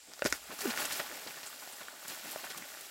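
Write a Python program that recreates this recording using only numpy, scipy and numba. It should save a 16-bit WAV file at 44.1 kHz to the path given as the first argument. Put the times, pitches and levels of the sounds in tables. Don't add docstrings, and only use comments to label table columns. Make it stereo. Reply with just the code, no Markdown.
import sys
import numpy as np
from scipy import signal
from scipy.fft import rfft, irfft
from scipy.io import wavfile
from scipy.ndimage import uniform_filter1d
from numba import njit

SR = 44100
rng = np.random.default_rng(int(sys.argv[2]) if len(sys.argv) > 2 else 0)


def dump_mix(stems):
    frames = np.atleast_2d(stems).T
    limited = np.clip(frames, -1, 1)
    pcm = np.round(limited * 32767).astype(np.int16)
    wavfile.write(sys.argv[1], SR, pcm)


N = 127890

LEAD_S, LEAD_SPREAD_S, PAN_SPREAD_DB = .0001, .00011, 3.5
CRACKS_PER_S, CRACK_Q = 4500, 4.05


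def undb(db):
    return 10 ** (np.asarray(db) / 20)


def unit(x):
    return x / np.sqrt(np.mean(x ** 2) + 1e-20)


def curve(table, axis=1):
    rows = np.array(table)
    return np.interp(np.arange(N) / SR, rows[:, 0], rows[:, axis])


def colour(x, points):
    size = 4096
    hz, db = np.array(points).T
    bins_hz = np.arange(size // 2 + 1) * SR / size
    gain = undb(np.interp(np.log(bins_hz + 1), np.log(hz), db))
    cepstrum = irfft(np.log(gain))
    cepstrum[1:size // 2] *= 2
    cepstrum[size // 2 + 1:] = 0
    impulse = irfft(np.exp(rfft(cepstrum)))
    return signal.fftconvolve(x, impulse[None], axes=1)[:, :N]


@njit
def ring(start, hz, t60, size):
    out = np.zeros(N)
    for k in range(len(start)):
        first = int(np.ceil(start[k] * SR))
        rate = (2j * np.pi * hz[k] - np.log(1000.) / t60[k]) / SR
        state = size[k] * np.exp(rate * (first - start[k] * SR))
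        step = np.exp(rate)
        for i in range(max(first, 0), min(N, first + int(t60[k] * SR) + 2)):
            out[i] += state.imag
            state *= step
    return out


def grains(start, hz, t60, size, lead=0., pan_db=0.):
    hz = np.clip(hz, 20, .45 * SR)
    ears = []
    for side in (1, -1):
        arrival = start - side * lead / 2
        ears.append(ring(arrival, hz, np.abs(t60), size * undb(side * pan_db / 2)))
    return np.array(ears)


def particles(start, hz, q, size, spread_db):
    count = len(start)
    strength = undb(spread_db * np.minimum(rng.exponential(size=count), 5))
    strength = strength * rng.choice([-1, 1], count)
    lead, pan = rng.standard_normal((count, 2)).T
    t60 = np.log(1000) / np.pi * q / hz
    return grains(start, hz, t60, size * strength, LEAD_S + LEAD_SPREAD_S * lead, PAN_SPREAD_DB * pan)


def shower(per_s, q, spread_db, low_hz, high_hz):
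    when, pick = rng.random((int(per_s * N / SR), 2)).T
    low, high = np.sqrt(low_hz), np.sqrt(high_hz)
    hz = (low + pick * (high - low)) ** 2
    return particles(when * N / SR, hz, q, hz ** .75, spread_db)


def volley(start, length, db, hz, octaves, per_s, q):
    count = int(per_s * length) + 2
    pitch = hz * 2 ** (octaves * rng.standard_normal(count))
    when = start + length * rng.triangular(0, .2, 1.3, count)
    x = particles(when, pitch, q, np.sqrt(pitch), 2.5)
    return unit(x) * np.sqrt(length * SR / N) * undb(db)


def forest_air():
    # f/Hz, level/dB
    air_colour = [(30, -19.5), (120, -8), (350, -3.5), (700, -9.5), (2200, 2.5), (5000, 4.5), (6600, 3),
                  (7500, 9.5), (8600, 2), (15000, -12)]
    return unit(colour(rng.standard_normal((2, N)), air_colour)) * undb(-54)


def heave():
    # t/s, level/dB
    shudder = [(0, -81), (.2, -88.5), (.26, -53.5), (.29, -55.5), (.33, -57), (.39, -74.5), (.85, -72.5),
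               (1.5, -87), (2.3, -80), (2.9, -87)]
    centre_hz, side_db = 58, -8
    band = signal.butter(2, centre_hz * np.array([.75, 1.4]), "band", fs=SR, output="sos")
    mid, side = signal.sosfilt(band, rng.standard_normal((2, N)))
    rumble = unit(mid) + undb(side_db) * unit(side) * np.array([[1], [-1]])
    return rumble * undb(curve(shudder))


def soil():
    # t/s, fine grit level/dB, coarser crumbs level/dB
    flow = [(0, -66.5, -69.5), (.12, -57, -59.5), (.24, -51.5, -59.5), (.27, -36, -42), (.3, -47.5, -52.5),
            (.345, -44, -48.5), (.39, -50.5, -56), (.47, -50.5, -56), (.52, -46, -44.5), (.575, -46, -53),
            (.61, -38.5, -44.5), (.69, -39, -42.5), (.75, -42, -46.5), (.8, -33, -38), (.88, -39.5, -42),
            (.93, -38, -44), (.97, -38, -44), (1.06, -44.5, -47.5), (1.35, -46.5, -51.5),
            (1.58, -48, -56.5), (1.7, -47, -53.5), (1.96, -52.5, -54.5), (2.07, -47, -55.5),
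            (2.1, -41, -50), (2.19, -46.5, -53.5), (2.3, -43.5, -49), (2.55, -47, -51), (2.68, -48, -55.5),
            (2.75, -47.5, -51.5), (2.9, -49, -57)]
    # f/Hz, level/dB
    grit_colour = [(600, -15), (1500, -4), (2600, -1), (3600, -1), (5200, -0.5), (6400, -2.5), (7500, -0.5),
                   (9000, -5), (12000, -1.5), (16000, -4.5)]
    # f/Hz, level/dB
    crumb_colour = [(30, -31.5), (70, -14), (150, -13), (245, -3.5), (400, -2), (490, -3), (620, 2),
                    (820, 3.5), (950, -1), (1400, 2.5), (2000, 0.5), (3000, -4.5), (6000, -25)]
    flicker_db, flicker_per_s = .7, 50
    hold = int(SR / flicker_per_s)
    steps = np.repeat(rng.standard_normal(N)[:N // hold + 1], hold)
    flicker = undb(flicker_db * uniform_filter1d(steps, hold)[:N])
    grit = shower(per_s=6000, q=4, spread_db=1.5, low_hz=1230, high_hz=18170)
    grit = unit(colour(grit, grit_colour))
    crumbs = shower(per_s=2200, q=5.16, spread_db=2.9, low_hz=82, high_hz=4050)
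    crumbs = unit(colour(crumbs, crumb_colour))
    return flicker * (grit * undb(curve(flow, axis=1)) + crumbs * undb(curve(flow, axis=2)))


def scuffs():
    # t/s, length/s, level/dB, centre f/Hz
    rubs = [(0.068, 0.0624, -61.5, 485), (.485, 0.0589, -52, 421), (1.1, 0.0871, -58.5, 313),
            (1.259, 0.0373, -55, 297), (2.093, 0.0407, -58, 272), (2.235, 0.0656, -56.5, 297),
            (2.55, 0.0793, -57, 281)]
    return sum(volley(*row, octaves=.389, per_s=760, q=4.31) for row in rubs)


def roots():
    # t/s, thump f/Hz, thump level/dB, woody crack level/dB, fibre tick level/dB, fibre pitch [ratio]
    snaps = [(0.1359, 700, -48.5, -38.5, -29, 1), (.193, 500, -48, -33, -31, 1.09),
             (0.2212, 573, -20.5, -16, -26.5, 0.806), (0.2441, 597, -41, -35, -22.5, 1.42),
             (0.2515, 281, -20, -19.5, -21, 1.25), (.2555, 320, -41, -28, -22.5, 1.15),
             (.2588, 603, -20.5, -18, -29, 0.8), (0.2605, 327, -23.5, -20, -15.5, 1.024),
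             (.2625, 525, -40.5, -19.5, -20.5, 0.995), (.2662, 436, -31.5, -42.5, -44, 0.92),
             (0.2685, 404, -50, -42.5, -20, 0.984), (.271, 404, -44.5, -32, -25, 0.976),
             (0.3253, 316.4, -30, -11, -12.5, 1.101), (.7628, 600, -42.5, -28.5, -28, 1.8),
             (.775, 700, -57.5, -19, -30.5, 1.25), (.854, 500, -42.5, -25, -23.5, 1.23),
             (1.001, 592, -32, -21, -24.5, 1.08)]
    # f/Hz, level against the crack/dB, t60/s
    wood = [(1402.5, -6.5, .012), (1746, -2, .006), (2500, -4, 0.00267)]
    # f/Hz, level against the tick/dB, t60/s
    fibre = [(3060, -10.5, 0.00394), (4933, -0.5, 0.00253), (6820, -4, 0.0027), (11000, -4, .001)]
    thump_t60_s, detune_spread = .0219, .038
    start, thump_hz, thump_db, wood_db, fibre_db, fibre_pitch = np.array(snaps).T
    each = np.ones(len(start))
    out = grains(start, thump_hz, thump_t60_s * each, undb(thump_db))
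    for modes, level_db, pitch, sign in ((wood, wood_db, 1, -1), (fibre, fibre_db, fibre_pitch, 1)):
        for k, (hz, db, t60) in enumerate(modes):
            detune = 1 + detune_spread * rng.standard_normal(len(start))
            size = sign * (-1) ** k * undb(level_db + db)
            out = out + grains(start, hz * pitch * detune, t60 * each, size, lead=.00002)
    for when, crack_db in zip(start, wood_db):
        out = out + volley(when, .00158, crack_db - 16, 2890, .785, CRACKS_PER_S, CRACK_Q)
    return out


def crunches():
    # t/s, length/s, level/dB, centre f/Hz, spread [octaves]
    bunches = [(.259, .018, -40.5, 4530, 0.634), (0.301, 0.00747, -40, 9000, 0.55),
               (0.589, 0.00376, -40, 8000, 0.46), (.604, .02, -39, 8950, 0.58),
               (0.7, 0.013, -35.5, 3240, 0.682), (.735, 0.00737, -42, 1810, 0.385),
               (0.779, 0.0282, -39.5, 1930, 0.67), (0.849, 0.00998, -34, 6180, 0.76),
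               (0.906, 0.0082, -34, 2630, 0.576), (0.919, 0.01285, -34, 6620, 0.44),
               (0.992, .022, -36, 2050, 0.72), (1.271, 0.01008, -40.5, 4220, 0.503),
               (1.37, 0.0142, -47, 1610, 0.47), (1.429, 0.01667, -43, 3530, 0.874),
               (1.46, 0.018, -43, 8160, 0.061), (1.526, 0.013, -54, 1370, 0.36),
               (1.617, 0.02114, -50, 1584, 0.38), (1.722, 0.0164, -48, 8900, 0.064),
               (1.804, 0.0268, -47, 2030, 0.89), (2.046, 0.013, -46, 1910, 0.616),
               (2.079, 0.00847, -38.5, 9040, 0.51), (2.094, 0.0255, -46.5, 2005, 1.14),
               (2.31, 0.0187, -41.5, 12100, 0.28), (2.433, 0.02444, -42.5, 1800, 0.69),
               (2.5, 0.0216, -41.5, 4370, 0.913), (2.571, 0.0146, -40.5, 9000, 0.754),
               (2.622, 0.01794, -48.5, 2220, 0.28), (2.808, 0.005, -43, 10000, 0.23)]
    return sum(volley(*row, CRACKS_PER_S, CRACK_Q) for row in bunches)


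def hollow():
    # t/s, fundamental f/Hz, level/dB
    glide = [(.625, 419.7, -49), (.651, 401.4, -38.5), (.658, 373.4, -22.5), (.666, 271.6, -39.5),
             (.678, 241.2, -32.5), (.698, 231, -35), (.715, 232, -74)]
    octave_db = -14
    phase = 2 * np.pi * np.cumsum(curve(glide, axis=1)) / SR
    t = np.arange(N) / SR
    sounding = (t > glide[0][0]) & (t < glide[-1][0])
    tone = np.sin(phase) + undb(octave_db) * np.sin(2 * phase)
    return sounding * undb(curve(glide, axis=2)) * tone


def clods():
    # t/s, ring's starting level/dB, f/Hz
    landings = [(1.108, -45, 445), (1.264, -38, 478), (1.308, -29, 2400), (1.343, -34, 1600),
                (1.53, -35, 1310), (1.675, -37, 740), (1.884, -28, 1556), (2.175, -38.5, 798),
                (2.36, -27, 630), (2.469, -31.5, 1500), (2.547, -34, 1166), (2.624, -27.5, 2140),
                (2.773, -36.5, 1380)]
    q, tick_db = 5.54, -3
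    start, db, hz = np.array(landings).T
    t60 = np.log(1000) / np.pi * q / hz
    knock = grains(start, hz, t60, undb(db), LEAD_S)
    tick = grains(start, hz * 2.81, t60 / 4, -undb(db + tick_db), LEAD_S)
    return knock + tick


def slope(x):
    t60_s, echo_db = .1002, -7
    wide_hz, low_cut_hz = 1860, 444
    t = np.arange(SR // 4) / SR
    decay = undb(-60 * t / t60_s) * (t > .002)
    mid, side = rng.standard_normal((2, len(t))) * decay
    side = signal.sosfilt(signal.butter(1, wide_hz, "high", fs=SR, output="sos"), side)
    echo = np.array([mid + side, mid - side]) / np.sqrt(2 * np.sum(mid ** 2))
    echo = signal.sosfilt(signal.butter(1, low_cut_hz, "high", fs=SR, output="sos"), echo)
    return x + undb(echo_db) * signal.fftconvolve(x, echo, axes=1)[:, :N]


def scene():
    air = forest_air()
    contacts = roots() + clods() + hollow() + crunches() + scuffs() + soil()
    low_cut = signal.butter(2, 141.2, "high", fs=SR, output="sos")
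    contacts = signal.sosfilt(low_cut, contacts)
    return air + heave() + slope(contacts)


def record(dry):
    # f/Hz, level/dB
    balance = [(200, -.5), (5000, -1), (9000, 0), (15000, 2.5)]
    ears = []
    for k, side in enumerate((1, -1)):
        half = [(hz, side * db / 2) for hz, db in balance]
        ears.append(colour(dry[k:k + 1], half))
    top_cut = signal.ellip(10, .1, 80, 15800, fs=SR, output="sos")
    return signal.sosfilt(top_cut, np.vstack(ears))


dry = scene()
out = record(dry)
dump_mix(out)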